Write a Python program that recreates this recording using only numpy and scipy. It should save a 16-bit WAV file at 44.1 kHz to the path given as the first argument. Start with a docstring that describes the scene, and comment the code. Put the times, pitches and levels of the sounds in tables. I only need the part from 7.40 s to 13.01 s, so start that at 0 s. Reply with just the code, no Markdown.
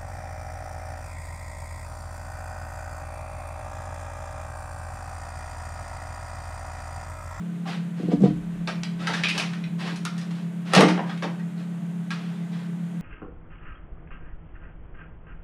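"""In a small workshop, a bandsaw idles with a throbbing hum as its turning wheel shakes it.
A block of wood judders off the saw table, making it ring and rock. Hard pieces clack together,
and grit catches under shoes that scuff the floor. The wood is dropped on a log pile, where it
thuds, tumbles and settles: each knock rings the logs and echoes briefly in the room."""
import sys
import numpy as np
from scipy import signal
from scipy.fft import rfft, irfft
from scipy.io import wavfile
from scipy.ndimage import uniform_filter1d

SR = 44100
rng = np.random.default_rng(int(sys.argv[2]) if len(sys.argv) > 2 else 0)


def store_pcm(level_fs):
    """Save levels as 16-bit WAV."""
    pcm = np.round(np.clip(level_fs, -1, 1) * 32767).astype(np.int16)
    wavfile.write(sys.argv[1], SR, np.atleast_2d(pcm).T)


N = 247401


def amp(db):
    """Turns decibels into a gain."""
    return 10 ** (np.asarray(db) / 20)


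def evened(x):
    """Scales a signal to an average (rms) level of 1."""
    return x / np.sqrt(np.mean(x ** 2) + 1e-20)


def curve(points, hz):
    """Joins (f/Hz, value) points with straight lines on an octave scale."""
    f, value = np.transpose(points)
    return np.interp(np.log(hz + 1), np.log(f + 1), value)


def add(mix, s, sound):
    """Mixes a sound in at s seconds."""
    part = mix[max(round(s * SR), 0):][:len(sound)]
    part += sound[:len(part)]


def coloured(x, points):
    """Filters x by a curve of (f/Hz, level/dB) points."""
    return irfft(rfft(x) * amp(curve(points, np.fft.rfftfreq(len(x), 1 / SR))), len(x))


def sharp_pulse(db):
    """The fastest-starting pulse with these levels, given from 0 Hz to half the sample rate."""
    log_gain = np.log(amp(np.maximum(np.r_[db, db[-2:0:-1]], -120)))
    return np.fft.ifft(np.exp(np.conj(signal.hilbert(log_gain)))).real


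def drift(top_hz):
    """A slow random wander, about 1 in size."""
    t = np.arange(0, N, 100) / SR
    rates = top_hz * np.geomspace(1 / 10, 1, num=10)
    wander = sum(np.sin(2 * np.pi * (f * t + rng.random())) / np.sqrt(f) for f in rates)
    return evened(wander).repeat(100)[:N]


def shaken(modes):
    """Random shaking keeps an object's natural notes (its modes) ringing."""
    out, hz = np.zeros(N), np.fft.rfftfreq(N, 1 / SR)
    for f, width, db in modes:
        band = rfft(rng.standard_normal(N)) / (1 + ((hz - f) / width) ** 2)
        out += amp(db) * evened(irfft(band, N))
    return out


def struck(blows, modes, rattle_colour, detune, focus_db, rattle_db, rattle_t60, rise_s):
    """Blows ring an object while the touching faces rattle; a t60 is the time to fade by 60 dB."""
    out, t = np.zeros(N), np.arange(SR // 2) / SR
    hz, mode_db, t60 = np.transpose(modes)[:, :, None]
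    attack = 1 - np.exp(-(t / rise_s) ** 2)
    for s, level_db, driven_hz in blows:
        # the length of the contact picks the notes that answer most
        gain = amp(mode_db - focus_db * np.log2(hz / driven_hz) ** 2)
        tuning, phase = rng.random((2, len(modes), 1))
        tuned_hz = hz * (1 + detune * (2 * tuning - 1))
        notes = gain * amp(-60 * t / t60) * np.sin(2 * np.pi * (tuned_hz * t + phase))
        ring = notes.sum(0) * np.sqrt(2) / np.linalg.norm(gain)
        rattle = evened(coloured(rng.standard_normal(len(t)), rattle_colour))
        rattle *= amp(rattle_db - 60 * t / rattle_t60)
        add(out, s, amp(level_db) * (ring + rattle) * attack)
    return out


def room(x, early_db=2, early_t60=0.18):
    """Sound bounces off nearby clutter, then leaves a tail whose treble dies first."""
    # how long the room rings: f/Hz, t60/s
    fade_times = [(150, 0.71), (500, 0.46), (1500, 0.52), (4000, .42), (8000, 0.42), (14000, 0.16)]
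    echoes = np.zeros(SR)
    at = np.arange(70, SR - 20, 14)
    echoes[at + rng.integers(0, 14, len(at))] = rng.choice([-1., 1.], len(at))
    hz, t, bands = signal.stft(echoes, SR, nperseg=256)
    decay = amp(-60 * t / curve(fade_times, hz)[:, None]) + amp(early_db - 60 * t / early_t60)
    tail = signal.istft(bands * decay, SR, nperseg=256)[1]
    return signal.fftconvolve(x, tail / np.linalg.norm(tail))[:N]


def varied_room(x, count=4):
    """Fades between different room echoes, so that one knock does not ring just like the next."""
    turn = np.arange(N) / 700  # next echo every 16 ms
    shares = (np.maximum(1 - abs((turn - k) % count - 1), 0) for k in range(count))
    return sum(room(x * np.sqrt(share)) for share in shares)


def saw(wheel_hz=7.156, wander=0.0011, flutter_db=0.5, rush_db=-51.5, throb=0.015):
    """The wheel's tones beat against each other; the moving blade adds a rush and shakes the frame."""
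    # tones of the hum: multiple of the wheel's turning rate, level/dB
    tones = [(19, -50), (20, -58), (23, -43.5), (24, -31.5), (25, -59), (28, -55), (29, -41), (30, -53),
             (40, -55), (57, -60), (90, -65)]
    # colour of the blade's rush: f/Hz, level/dB
    rush_colour = [(30, -51), (85, -20), (120, -19), (150, 10), (200, 3.5), (330, -4), (560, -9),
                   (1500, -14.5), (3300, -21), (5200, -33), (6700, -27), (9500, -29.5), (11800, -36.5),
                   (15000, -39.5)]
    # notes of the frame and guards: f/Hz, width/Hz, level/dB
    frame_modes = [(161.3, 9.4, -46), (303, 6.4, -57), (407.3, 7.6, -64.5), (685, 6.5, -64.5),
                   (1532, 40, -65), (1950, 180, -66.5)]
    turns = np.cumsum(wheel_hz * (1 + wander * drift(top_hz=2.03))) / SR
    hum = sum(amp(db) * np.sqrt(2) * np.sin(2 * np.pi * (k * turns + rng.random())) for k, db in tones)
    rush = coloured(rng.standard_normal(N), rush_colour)
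    above_hum = signal.sosfilt(signal.butter(4, 400, "high", fs=SR, output="sos"), rush)
    rush *= amp(rush_db) / np.std(above_hum)  # rush_db sets the part above 400 Hz
    rush *= 1 + throb * np.sin(2 * np.pi * turns)
    hum *= amp(-flutter_db * drift(top_hz=13))
    return hum + rush + shaken(frame_modes)


def table_sway(peak_s=0.95, width_s=0.21, fall_db_per_s=10):
    """The table rocks as the block's weight leaves it, then calms to the motor's steady tremble."""
    # deep notes of the table on its stand: f/Hz, width/Hz, level/dB
    stand_modes = [(33, 8.7, -1.5), (70, 10, -3.5)]
    t = np.arange(N) / SR - peak_s
    swell = amp(-50) * np.exp(-(t / width_s) ** 2)
    tremble = (t > 0) * amp(-58 - fall_db_per_s * t)
    return (swell + tremble + amp(-81)) * shaken(stand_modes)


def scuffs(grain_db=5, attack_s=0.026):
    """Shoes, sleeves and bark rub: grit and fibres catch as each stroke presses and eases off."""
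    # rubbing strokes: t/s, length/s, level/dB
    strokes = [(0.254, 0.14, -34), (0.553, 0.2, -48), (0.697, 0.036, -39), (0.822, 0.079, -40),
               (1.097, .14, -57), (1.582, 0.19, -37), (1.655, 0.65, -39), (1.928, 0.14, -36.5),
               (2.379, 0.086, -33.5), (2.438, 0.13, -33.5), (2.745, 0.18, -47.5), (2.93, .13, -46.5),
               (3.246, 0.19, -39), (3.311, 0.23, -31.5), (3.651, 0.18, -45.5), (4.158, .11, -49),
               (4.74, 0.4, -47.5), (5.103, 0.22, -46.5)]
    # colour of the rubbing: f/Hz, level/dB
    rub_colour = [(100, 1), (350, 5), (900, 2.5), (2300, 1), (4200, -4), (6500, -15.5), (10000, -24.5),
                  (15000, -41)]
    t = np.arange(N) / SR
    pressure = sum(amp(db) * np.interp(t - start, [0, attack_s, length], [0, 1, 0])
                   for start, length, db in strokes)
    grains = rng.standard_normal(N) * amp(grain_db * rng.standard_normal(N))
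    return pressure * evened(coloured(grains, rub_colour))


def edge_ticks(t60=0.0032, focus_db=22, size=1024):
    """Sharp edges snap against each other in tiny bright bursts."""
    # snaps: t/s, level/dB, centre f/Hz
    snaps = [(1.275, -29, 3800), (1.435, -22.5, 4940), (1.9, -37, 9500), (2.136, -37, 3430),
             (2.652, -22, 7600), (3.337, -19.5, 10000), (3.363, -15, 5560), (3.407, -20, 9000),
             (4.707, -32, 1950)]
    out, hz, t = np.zeros(N), np.fft.rfftfreq(size, 1 / SR), np.arange(size) / SR
    for s, level_db, centre_hz in snaps:
        band_db = np.maximum(-focus_db * np.log2((hz + 1) / centre_hz) ** 2, -60)
        edge = sharp_pulse(band_db - 20 * (hz > 11500))
        burst = rng.choice([-1., 1.], size) * amp(level_db - 60 * t / t60)
        add(out, s, signal.fftconvolve(burst, edge / np.linalg.norm(edge)))
    return out


def clacks(gap_s=0.009, stretch=1.25, fall_db=1.5):
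    """A hard, dry piece bounces on another, each time after a longer gap and more weakly."""
    # clacks: t/s, level/dB, most strongly driven f/Hz, number of touches
    hits = [(1.836, -18.5, 2400, 5), (1.9, -26.5, 2600, 2), (1.998, -25, 2550, 1), (2.239, -32.5, 2850, 1)]
    # notes of the piece: f/Hz, level/dB, t60/s
    piece_modes = [(2500, 7, 0.035), (2490, -5, 0.094), (2480, -10, 0.052), (2234, 3, 0.014),
                   (2080, -6, 0.022), (3080, -21, 0.039), (3350, -14, 0.043), (3530, -14, 0.049),
                   (3900, -8, 0.094), (5600, 4, .06)]
    bounces = [(s + gap_s * np.sum(stretch ** np.arange(k)), level_db - fall_db * k, hz)
               for s, level_db, hz, count in hits for k in range(round(count))]
    rattle_colour = [(500, -41), (2400, 13), (4000, 3), (9000, -39)]  # f/Hz, level/dB
    return struck(bounces, piece_modes, rattle_colour, detune=0.005, focus_db=17,
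                  rattle_db=-2, rattle_t60=0.03, rise_s=0.00012)


def block_bumps():
    """The block judders along the saw table, and each bump rings the table."""
    # bumps: t/s, level/dB, most strongly driven f/Hz
    bumps = [(.596, -25.5, 404), (.627, -21.5, 370), (.68, -18, 398), (.714, -21, 820), (.727, -12.5, 364),
             (.802, -13.5, 150), (.816, -10.5, 157), (.832, -9, 420), (.852, -16.5, 696), (.872, -17, 230),
             (.9, -24, 220)]
    # notes of the table: f/Hz, level/dB, t60/s
    table_modes = [(142.5, 3, 0.28), (189, 13, 0.096), (246, -4, 0.3), (294.8, -4, 0.4), (316, 2, 0.15),
                   (386, 0.5, 0.069), (481, 0, 0.093), (506, -13, 0.094), (711, -10, 0.14),
                   (790, -22, 0.091), (978, -21, 0.14), (1190, -26, 0.18)]
    # f/Hz, level/dB
    rattle_colour = [(90, -48), (160, -9), (500, -1), (900, -19), (2000, -34), (8000, -38), (13000, -68)]
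    return struck(bumps, table_modes, rattle_colour, detune=0.025, focus_db=6,
                  rattle_db=-16.5, rattle_t60=0.081, rise_s=0.0035)


def pile_thuds():
    """The weight of the wood lands on the pile and rings its low notes."""
    # landings: t/s, level/dB, most strongly driven f/Hz
    landings = [(3.362, -11.5, 200), (3.372, -16, 224), (3.388, -13, 380), (3.409, -16, 520),
                (3.429, -8.5, 306), (3.446, -19.5, 312)]
    # notes of the pile: f/Hz, level/dB, t60/s
    pile_modes = [(153.6, 3.5, 0.13), (176.3, 6, 0.28), (207, -16, 0.049), (250, -6, 0.076),
                  (309, 5.5, 0.1), (392, 5, 0.051), (450, 0, 0.067), (477, 1, 0.099), (657, 0, 0.11),
                  (820, -1, .1), (860, -13, 0.091), (1210, 20, 0.16)]
    # f/Hz, level/dB
    rattle_colour = [(90, -48), (180, 7), (700, 21), (1600, -3), (3000, -33), (8000, -47)]
    return struck(landings, pile_modes, rattle_colour, detune=0.035, focus_db=16.5,
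                  rattle_db=-3.5, rattle_t60=0.064, rise_s=0.0014)


def chatter(t60, first_share=0.13, grain_db=6, size=6000):
    """One sharp touch, then a dying run of smaller ones as rough faces settle."""
    t = np.arange(size) / SR
    run = rng.standard_normal(size) * amp(grain_db * rng.standard_normal(size) - 60 * t / t60)
    run *= np.sqrt(1 - first_share) / np.linalg.norm(run)
    run[0] += np.sqrt(first_share)
    return run


def knocks(ring_db=6, note_db=5, note_width_hz=170, pivot_hz=1460, thinning_db_per_octave=11):
    """Knocks ring the logs; harder ones are brighter, and a piece gives little below its lowest note."""
    # a shoe landing first, then wood on wood:
    # t/s, level/dB, hardness/(dB per octave), lowest note f/Hz, chatter t60/s
    hits = [(.255, -38.5, -6.5, 650, .07), (1.274, -26.5, -1.4, 510, 0.052),
            (1.281, -28.5, -1.5, 650, 0.13), (1.434, -30, 0.7, 1160, 0.014),
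            (1.671, -17.5, -2.5, 1450, 0.034), (1.692, -30, -4.5, 450, .04),
            (1.735, -22.5, -0.8, 1710, 0.26), (1.836, -18, -2.5, 2280, 0.033), (1.886, -23, 1, 2600, 0.14),
            (1.979, -24.5, 3.5, 380, .05), (1.998, -26, 1, 447, 0.068), (2.134, -35, -1.5, 1420, 0.043),
            (2.559, -44, 5.5, 2550, 0.038), (2.652, -28.5, 1, 1240, 0.056), (2.78, -44.5, 5.5, 1840, 0.061),
            (2.814, -44, 3, 2400, 0.05), (2.909, -42.5, 1.1, 900, 0.048), (3.335, -13, -0.8, 480, 0.077),
            (3.35, -15, 2, 1140, 0.036), (3.364, -19, -2, 684, .03), (3.376, -12.5, -3, 440, 0.066),
            (3.408, -16, 1, 380, .03), (3.421, -22, -4.5, 318, 0.023), (3.483, -23.5, 0.2, 475, 0.08),
            (3.577, -24.5, -11.5, 1790, 0.011), (3.592, -27.5, -9.5, 880, .04),
            (3.695, -30.5, -4, 1320, 0.12), (3.776, -43.5, 1, 2180, 0.04), (3.824, -26.5, -1.9, 460, 0.088),
            (3.844, -33, -7.5, 557, 0.03), (3.996, -40.5, -6.5, 1930, 0.033),
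            (4.706, -28.5, -0.7, 1250, 0.15)]
    # notes of the split logs: f/Hz, width/Hz, level/dB
    log_modes = [(720, 17, -4), (811, 9.8, 4.5), (902, 10, 2), (1175, 30, -4), (1594, 16, -2),
                 (3250, 23, -24), (5600, 83, -34.5)]
    # colour that all knocks share: f/Hz, level/dB
    wood_colour = [(90, -39), (220, 45.5), (380, 36), (600, 34.5), (900, 36), (1300, 35.5), (2000, 34.5),
                   (3600, 31.5), (5800, 24.5), (7500, 15.5), (10000, 12), (12000, -2), (15000, -6),
                   (17000, -18)]
    out, hz = np.zeros(N), np.fft.rfftfreq(2048, 1 / SR)
    octaves = np.log2(np.clip(hz, 250, 9000) / pivot_hz)
    for s, hit_db, hardness, note_hz, t60 in hits:
        tuning = 1 + 0.012 * rng.uniform(-1, 1)  # no two logs are alike
        body = sum(amp(db) / (1 + ((hz - f * tuning) / width) ** 2) for f, width, db in log_modes)
        note = note_db / (1 + ((hz - note_hz) / note_width_hz) ** 2)
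        peaks = np.maximum(ring_db * body, note)
        thinning = thinning_db_per_octave * np.minimum(np.log2((hz + 1) / note_hz), 0)
        wood = sharp_pulse(curve(wood_colour, hz) + hardness * octaves + thinning + peaks)
        add(out, s, amp(hit_db) * signal.fftconvolve(chatter(t60), wood))
    return out


def scene():
    """The saw and its table are close; the wood and the footwork sound through the room."""
    bumps = amp(1.5) * block_bumps()
    ringing = amp(-1) * pile_thuds() + clacks()
    light = amp(-4.5) * knocks() + amp(-4) * scuffs()
    near = bumps + edge_ticks()
    echoes = amp(1.5) * varied_room(light) + room(amp(-2) * ringing + amp(-14) * near)
    # a steep low cut, like a microphone's wind filter, takes the deep bass out of the handling sounds
    bass_cut = signal.butter(12, 125, "high", fs=SR, output="sos")
    handling = signal.sosfilt(bass_cut, light + ringing + near + echoes)
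    return (handling + saw() + table_sway())[None]


def record(dry, top_hz=15200):
    """Cuts off the highest treble."""
    treble_cut = signal.firwin(511, top_hz, window=("kaiser", 9), fs=SR)
    return signal.oaconvolve(dry, treble_cut[None], "same")


dry = scene()
out = record(dry)
store_pcm(out)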